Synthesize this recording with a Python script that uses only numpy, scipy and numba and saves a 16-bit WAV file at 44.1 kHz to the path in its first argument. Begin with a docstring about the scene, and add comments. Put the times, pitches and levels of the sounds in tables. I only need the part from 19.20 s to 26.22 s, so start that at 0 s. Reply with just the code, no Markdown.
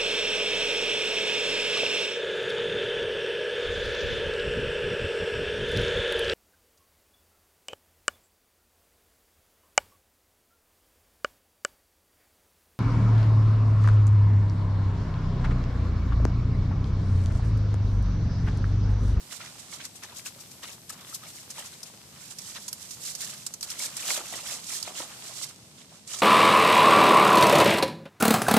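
"""Dog splashing through rain

A dog crosses a flooded lawn, then runs off through a long puddle. Each step squeezes water out
of the turf as fine spray, small bubbles and deep gurgles; hard footfalls trap a ringing air pocket.
Single drops burst near the two ports of a hand-held phone, over rain hiss and a low outdoor rumble."""
import sys
import numpy as np
from scipy import signal
from scipy.fft import rfft, irfft
from scipy.io import wavfile
from scipy.ndimage import uniform_filter1d
from numba import njit

SR = 44100
rng = np.random.default_rng(int(sys.argv[2]) if len(sys.argv) > 2 else 0)


def wrap_up_sound(samples):
    """Save the sound to the file named by the first command line argument, as 16-bit audio."""
    columns = np.atleast_2d(samples).T
    # keep every value between -1 and 1, then stretch to whole-number steps
    tamed = np.clip(columns, -1, 1)
    steps = np.round(tamed * 32767).astype(np.int16)
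    wavfile.write(sys.argv[1], SR, steps)


N = 309558
TIME = np.arange(N) / SR


def undb(db):
    """Decibels to gain."""
    return 10 ** (np.asarray(db) / 20)


def unit(x):
    """Scale to rms 1."""
    return x / np.sqrt(np.mean(x ** 2))


def colour(x, spectrum, size=4096):
    """Minimum-phase filter through (freq_hz, gain_db) points; attacks stay sharp."""
    hz, db = np.transpose(spectrum)
    grid_hz = np.arange(size // 2 + 1) * SR / size
    gain = undb(np.interp(np.log(grid_hz + 1), np.log(hz), db))
    cepstrum = irfft(np.log(gain))
    cepstrum[1:size // 2] *= 2
    cepstrum[size // 2 + 1:] = 0
    impulse = irfft(np.exp(rfft(cepstrum)))
    return signal.fftconvolve(x, impulse[None], axes=1)[:, :x.shape[1]]


def resonate(x, hz, q):
    """One resonance, scaled to rms 1."""
    return unit(signal.lfilter(*signal.iirpeak(min(hz, .4 * SR), q, fs=SR), x))


def pan(left_minus_right_db):
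    """Constant-power left and right gains."""
    return unit(undb(np.array([[left_minus_right_db], [-left_minus_right_db]]) / 2))


def add(out, start_s, sound):
    """Mix a sound in at start_s."""
    i = max(int(start_s * SR), 0)
    out[:, i:i + sound.shape[1]] += sound[:, :N - i]


@njit
def ring_bubbles(start_s, hz, cycles, gain, glide):
    """Damped sines; each rises in pitch as its bubble nears the surface."""
    out = np.zeros(N)
    for k in range(len(start_s)):
        life_s = cycles[k] / hz[k]
        first = max(int(start_s[k] * SR) + 1, 0)
        end = min(int((start_s[k] + life_s) * SR), N)
        for i in range(first, end):
            t = i / SR - start_s[k]
            phase = 2 * np.pi * hz[k] * t * (1 + glide * t / life_s / 2)
            out[i] += gain[k] * np.exp(-5.5 * t / life_s) * np.sin(phase)
    return out


def bubble_cloud(per_s, low_hz, high_hz, cycles, scatter_db, glide, lag_ms=0.047, spread_ms=0.079):
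    """Bubbles of random size and level; each reaches the two ports from its own direction."""
    when, pitch, life, luck, place, lean = rng.random((int(per_s * N / SR), 6)).T
    hz = low_hz * (high_hz / low_hz) ** pitch
    gain = undb(-scatter_db * np.log(np.maximum(luck, .02))) * np.sqrt(hz)
    lag_s = (lag_ms + spread_ms * np.sqrt(3) * (2 * place - 1)) / 1000
    pan_db = 5.0 * (2 * lean - 1)
    return np.array([
        ring_bubbles(when * N / SR + side * lag_s, hz, cycles * (.5 + life),
                     gain * undb(side * pan_db), glide)
        for side in (.5, -.5)])


# Direction of the splashing: time_s, left_minus_right_db
SPLASH_BEARING = [(0, -14), (.54, -7.5), (.7, 3.5), (1.7, 2.5), (2.4, -1.5), (2.66, 5), (3.1, -7.5),
                  (3.35, -4), (3.5, -5.5), (4.05, -5), (4.5, -2), (5.3, -4.5), (6.1, -6.5), (7.02, -5.5)]


def bearing_db(time_s):
    """The splashing shifts sideways as the phone swings after the dog."""
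    return np.interp(time_s, *np.transpose(SPLASH_BEARING))


# Open-air spectrum: freq_hz, gain_db
RUMBLE_SPECTRUM = [(20, -25), (42, -40), (60, -10.5), (85, -2.5), (120, 2), (190, 1), (280, -4.5),
                   (420, -9.5), (700, -13.5), (1500, -42.5)]


def rumble(level_db=-56.5, stereo_share=0.27, pan_db=1.6):
    """Low murmur of the open air, nearly the same at both ports."""
    noise = rng.standard_normal((3, N))
    murmur = colour(noise[2] + stereo_share * noise[:2], RUMBLE_SPECTRUM)
    return unit(murmur) * undb(level_db) * pan(pan_db)


# Rain spectrum: freq_hz, gain_db
RAIN_SPECTRUM = [(200, -19), (500, -4.5), (900, -2.5), (1600, -5), (3000, -2), (5000, 1), (8000, -0.5),
                 (10000, -4), (14000, -6)]
# Lift of the rain by water dripping and draining all around: time_s, gain_db
DRIP_LIFT = [(0, 8.5), (.42, 10.5), (.72, 6), (1.3, 7.5), (1.62, 5), (2.5, 9), (2.8, 6.5), (3.3, 7),
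             (4.1, 10), (4.37, 5), (5.0, 12), (5.42, 7.5), (6.05, 14), (6.37, 5.5), (6.65, 3.5), (7.02, 2)]


def rain(hiss_db=-58.0, patter_db=-66.5, bearing_share=.25):
    """Far drops merge into a hiss; nearer ones tick on grass and puddles."""
    hiss = colour(rng.standard_normal((2, N)), RAIN_SPECTRUM)
    ticks = bubble_cloud(per_s=600, low_hz=680, high_hz=13800, cycles=2, scatter_db=4.5, glide=.1)
    patter = colour(ticks, RAIN_SPECTRUM)
    steady = unit(hiss) * undb(hiss_db) + unit(patter) * undb(patter_db)
    lift_db = np.interp(TIME, *np.transpose(DRIP_LIFT))
    pan_db = bearing_share * bearing_db(TIME)
    return steady * undb(lift_db + np.array([pan_db, -pan_db]) / 2)


# Drop burst spectrum: freq_hz, gain_db
DROP_SPECTRUM = [(200, -49), (1000, 0.5), (2000, -4), (3500, 2), (5000, 12), (8000, 7.5), (11000, 4.5),
                 (14000, 0)]
# Drops bursting close by: start_s, level_db, decay_s, ring_hz
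NEAR_DROPS = [(0.6515, -25, 0.0034, 6400), (0.834, -35.5, 0.0058, 5300), (0.969, -36, .005, 6660),
              (1.6945, -32.5, 0.006, 7800), (1.701, -31, 0.0065, 7850), (1.809, -37, 0.0022, 3430),
              (2.303, -32.5, 0.0077, 6530), (2.63, -29.5, .007, 5600), (3.185, -31, 0.01, 5700),
              (3.48, -26.5, 0.009, 6750), (3.528, -22, .004, 11200), (3.7074, -31, 0.0094, 6900),
              (3.95, -26, 0.0076, 6100), (4.005, -31, 0.0062, 7600), (4.264, -22.5, .007, 7450),
              (4.3378, -26.5, 0.0056, 6640), (4.409, -23.5, 0.0018, 6030), (4.4273, -21.5, 0.0045, 4370),
              (4.502, -26.5, .005, 5500), (4.591, -25, 0.0056, 8250), (4.767, -23.5, 0.0044, 8360),
              (5.6265, -21, 0.0044, 4780), (6.875, -34.5, 0.0061, 7760)]


def near_drops(trim_db=-0.13, attack_s=0.00099, patter_db=-8.5, patter_s=0.0088,
               ring_share=0.46, mono_share=0.38):
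    """A near drop shatters for a few milliseconds, then its droplets patter down."""
    out, t = np.zeros((2, N)), TIME[:SR // 20]
    attack = 1 - np.exp(-t / attack_s)
    patter = undb(patter_db) * np.exp(-t / patter_s)
    for start_s, level_db, decay_s, ring_hz in NEAR_DROPS:
        envelope = attack * np.maximum(np.exp(-(t / decay_s) ** 1.15), patter)
        noise = rng.standard_normal((3, len(t)))
        burst = unit(colour(noise[:2] + mono_share * noise[2], DROP_SPECTRUM))
        burst = unit(burst + ring_share * resonate(burst, ring_hz, q=6.5))
        add(out, start_s, burst * envelope * pan(bearing_db(start_s)) * undb(level_db + trim_db))
    return out


# Air pockets shut by a footfall: start_s, level_db, pitch_hz
AIR_POCKETS = [(0.203, -33.5, 1340), (0.601, -46, 1680), (0.835, -34, 1760), (0.853, -47, 950),
               (0.925, -37.5, 925), (1.16, -38, 563), (1.433, -35.5, 1830), (1.699, -34, 1700),
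               (1.703, -32.5, 1266), (1.726, -45, 855), (1.927, -35, 1290), (2.034, -37.5, 1210),
               (2.066, -40, 2270), (2.382, -31, 910), (2.737, -41, 574), (3.363, -36, 1830),
               (3.481, -39, 960), (4.602, -28, 2210), (4.9045, -13, 2160), (4.975, -23, 579),
               (5.32, -36.5, 560), (5.126, -27, 710), (5.676, -24, 665), (5.8, -27, 565), (6.095, -38, 620),
               (6.718, -41, 676), (6.939, -31.5, 1280)]


def plops(trim_db=-2.5, glide_per_s=3.6, slap_share=0.4, slap_s=0.0037):
    """A paw slaps the surface; the air under it rings briefly, rising in pitch."""
    out, t = np.zeros((2, N)), TIME[:SR // 20]
    for start_s, level_db, pitch_hz in AIR_POCKETS:
        ring_s = np.interp(level_db, [-32, -16], [.005, .0017])  # hard blows tear it open sooner
        pocket = np.exp(-t / ring_s) * np.sin(2 * np.pi * pitch_hz * t * (1 + glide_per_s * t / 2))
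        band = signal.butter(2, [420, min(pitch_hz * 2, 3200)], "band", fs=SR, output="sos")
        slap = unit(signal.sosfilt(band, rng.standard_normal((2, len(t))))) * np.exp(-t / slap_s)
        attack = 1 - np.exp(-t * pitch_hz)
        add(out, start_s, undb(level_db + trim_db) * (pocket + slap_share * slap) * attack)
    return out


def slosh_envelope(trim_db=-16.5, db_per_octave=-11, large_pocket_hz=600, attack_s=0.0021, decay_s=0.031):
    """Water closes over each air pocket, less over a small one."""
    out, t = np.zeros((1, N)), TIME[:SR // 3]
    envelope = np.exp(-t / decay_s) * (1 - np.exp(-t / attack_s))
    for start_s, level_db, pitch_hz in AIR_POCKETS:
        size_db = db_per_octave * np.log2(pitch_hz / large_pocket_hz)
        add(out, start_s, undb(level_db + trim_db + size_db) * envelope[None])
    return out


# Large-bubble spectrum: freq_hz, gain_db
GURGLE_SPECTRUM = [(120, -23.5), (250, -1), (430, -9), (610, 0), (850, -0.5), (1100, 0.5), (1400, 3),
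                   (2500, -12.5)]


def gurgle_cloud():
    """Large bubbles ring low."""
    cloud = bubble_cloud(per_s=800, low_hz=324, high_hz=1308, cycles=10.4, scatter_db=3.0,
                         glide=0.11, spread_ms=0.11)
    return colour(cloud, GURGLE_SPECTRUM)


# Small-bubble spectrum: freq_hz, gain_db
CHURN_SPECTRUM = [(500, -14.5), (850, -8), (1150, -3), (1650, -4.5), (2300, -1.5), (3000, 3), (4200, 7),
                  (7000, -45)]


def churn_cloud():
    """Small bubbles ring in the midrange, most faint, a few loud."""
    cloud = bubble_cloud(per_s=1900, low_hz=900, high_hz=4400, cycles=22, scatter_db=3.4, glide=.05)
    return colour(cloud, CHURN_SPECTRUM)


# Spray spectrum: freq_hz, gain_db
SPRAY_SPECTRUM = [(1500, -17), (2800, -5), (4000, -1), (6000, 1), (8100, -4), (9500, -0.5), (11500, -1.5),
                  (14000, 1.5)]


def spray_cloud(droplets_db=-9.5):
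    """Dense mist of tiny ticks, with longer-ringing droplets."""
    mist = bubble_cloud(per_s=9000, low_hz=2980, high_hz=14800, cycles=2.9, scatter_db=-0.5, glide=0.055)
    droplets = bubble_cloud(per_s=1200, low_hz=2940, high_hz=9950, cycles=100, scatter_db=1.0, glide=.02)
    return colour(unit(mist) + unit(droplets) * undb(droplets_db), SPRAY_SPECTRUM)


def spurts(rate_hz=150, spread_db=1.5):
    """Random gain: water leaves the turf unevenly."""
    hold = int(SR / rate_hz)
    levels = np.repeat(rng.standard_normal(N // hold + 1), hold)
    wander = np.sqrt(2) * uniform_filter1d(uniform_filter1d(levels, hold), hold)[:N]
    return undb(spread_db * wander)


def stroke_envelope(t, half_s, fallback_s, fallback_db=-14.5):
    """Water swells and drains around t = 0; what was thrown up patters back."""
    width_s = half_s * np.where(t < 0, 0.94, 1.06)
    swell = np.exp(-np.abs(t / width_s) ** 1.8)
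    fallback = (t > 0) * undb(fallback_db) * np.exp(-np.abs(t) / fallback_s)
    return swell + (1 - swell) * fallback


# Deep water gives more and larger bubbles: churn_minus_spray_db, spray_hz, churn_hz
DEPTH_PITCHES = [(-1, 7540, 2080), (0, 8340, 2430), (5, 5100, 1520)]
# Paw strokes through the water: peak_s, half_length_s, spray_db, churn_db
PAW_STROKES = [(0.127, 0.019, -38, -42), (0.166, 0.013, -41.5, -56), (0.214, 0.015, -48.5, -42),
               (0.268, 0.037, -49.5, -46.5), (0.399, 0.011, -41, -53), (0.538, 0.028, -39.5, -43),
               (0.61, .02, -46.5, -43.5), (0.652, 0.013, -39, -45.5), (0.765, 0.016, -46.5, -54),
               (0.841, 0.015, -44, -40.5), (0.903, 0.029, -63, -49), (0.979, 0.028, -41, -47.5),
               (1.07, 0.017, -36.5, -40.5), (1.212, 0.014, -44.5, -54), (1.32, 0.013, -47.5, -58),
               (1.438, 0.0094, -42, -38.5), (1.478, 0.042, -47.5, -46), (1.534, 0.014, -44.5, -60),
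               (1.697, 0.0047, -42, -39.5), (1.728, 0.012, -45.5, -54), (1.818, 0.058, -68, -49.5),
               (1.894, .038, -47.5, -53), (1.95, .013, -35, -51), (2.04, 0.031, -51.5, -47.5),
               (2.09, .02, -47.5, -59), (2.174, .052, -46, -54), (2.31, 0.012, -40.5, -53),
               (2.393, 0.039, -42, -42.5), (2.465, 0.018, -42, -50), (2.534, 0.025, -49.5, -52),
               (2.67, 0.021, -47.5, -52.5), (2.96, 0.053, -62, -56), (3.049, 0.054, -45.5, -54.5),
               (3.117, 0.015, -42, -49), (3.275, 0.081, -42, -50), (3.366, 0.013, -43, -38.5),
               (3.456, 0.078, -46.5, -69), (3.628, 0.045, -43.5, -54), (3.727, 0.034, -42, -56),
               (3.876, 0.058, -34.5, -48.5), (4.023, 0.033, -35, -45.5), (4.1, 0.055, -42.5, -46.5),
               (4.22, 0.11, -48, -57.5), (4.439, 0.015, -38.5, -46), (4.516, 0.04, -38, -43.5),
               (4.634, 0.043, -32, -38), (4.805, 0.079, -37.5, -41), (4.907, 0.041, -28, -33.5),
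               (4.978, 0.024, -36, -39), (5.064, 0.053, -42.5, -48), (5.157, 0.061, -39.5, -41),
               (5.308, 0.068, -34.5, -40), (5.529, 0.077, -33, -42), (5.676, 0.029, -41.5, -42.5),
               (5.794, 0.044, -34.5, -38.5), (5.916, 0.041, -67, -47.5), (6.081, 0.043, -41.5, -46.5),
               (6.189, 0.046, -38, -49.5), (6.233, 0.017, -33.5, -44.5), (6.296, 0.023, -48, -50),
               (6.598, 0.038, -51.5, -54.5), (6.75, 0.054, -55, -56), (6.904, 0.027, -38.5, -47),
               (6.948, 0.024, -34, -41), (6.992, 0.018, -37, -44.5)]


def paw_steps(spray_trim_db=0.3, churn_trim_db=-2.0, gurgle_vs_churn_db=-9.5,
              gurgle_lag_s=0.0083, fallback_s=0.035):
    """Each stroke stirs three sizes of bubble; the gurgle also sloshes over the air pockets."""
    clouds = spray_cloud(), churn_cloud(), gurgle_cloud()
    spray, churn, gurgle = (cloud * spurts() for cloud in clouds)
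    depths_db, *pitches_hz = np.transpose(DEPTH_PITCHES)
    out = unit(gurgle) * slosh_envelope()
    for peak_s, half_s, spray_db, churn_db in PAW_STROKES:
        start_s, end_s = peak_s - 3 * half_s, peak_s + 3 * max(half_s, fallback_s)
        span = slice(max(int(start_s * SR), 0), int(end_s * SR))
        t = TIME[span] - peak_s
        spray_hz, churn_hz = (np.interp(churn_db - spray_db, depths_db, hz) for hz in pitches_hz)
        sizzle = .45 * resonate(spray[:, span], spray_hz, q=7)  # a sharp ring on each stroke's spray pitch
        fizz = unit(resonate(spray[:, span], spray_hz, q=0.98) + sizzle)
        # the phone shades only short waves from its far port
        splash = fizz * undb(spray_db + spray_trim_db) * pan(bearing_db(peak_s))
        churn_gain = undb(churn_db + churn_trim_db)
        bubbles = churn_gain * resonate(churn[:, span], churn_hz, q=1.19)
        out[:, span] += stroke_envelope(t, half_s, fallback_s) * (splash + bubbles)
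        # large bubbles form late and linger, so a short stroke stirs few
        slow_s = half_s + gurgle_lag_s
        gurgle_gain = churn_gain * undb(gurgle_vs_churn_db) * half_s / slow_s
        late_swell = stroke_envelope(t - gurgle_lag_s / 2, slow_s, fallback_s)
        out[:, span] += late_swell * gurgle_gain * unit(gurgle[:, span])
    return out


# Top-octave level, crisp with the dog near and ahead, dull as it runs off: time_s, gain_db
TREBLE_LEVEL = [(0, 1.5), (.4, -5), (.85, 2), (1.35, 3.5), (1.95, 4.5), (2.5, -0.5), (3, 0), (4.9, 1),
                (5.8, -2), (6.7, -4.5)]


def treble_shading(x, edge_hz=10700.0):
    """Distance and direction lift or dull the shortest waves."""
    treble = signal.sosfiltfilt(signal.butter(3, edge_hz, "high", fs=SR, output="sos"), x)
    gain = undb(np.interp(TIME, *np.transpose(TREBLE_LEVEL)))
    return x + treble * (gain - 1)


def scene():
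    """Steps, plops, near drops and rain over the outdoor rumble."""
    return treble_shading(paw_steps() + plops() + near_drops() + rain()) + rumble()


def record(dry, port_hz=8240.0, port_q=7.3, port_gain=0.37, cutoff_hz=14000):
    """The cavities behind the phone's ports ring a little; the top is cut steeply."""
    port_ring = signal.lfilter(*signal.iirpeak(port_hz, port_q, fs=SR), dry)
    lowpass = signal.ellip(12, .2, 80, cutoff_hz, fs=SR, output="sos")
    return signal.sosfilt(lowpass, dry + port_gain * port_ring)


dry = scene()
out = record(dry)
wrap_up_sound(out)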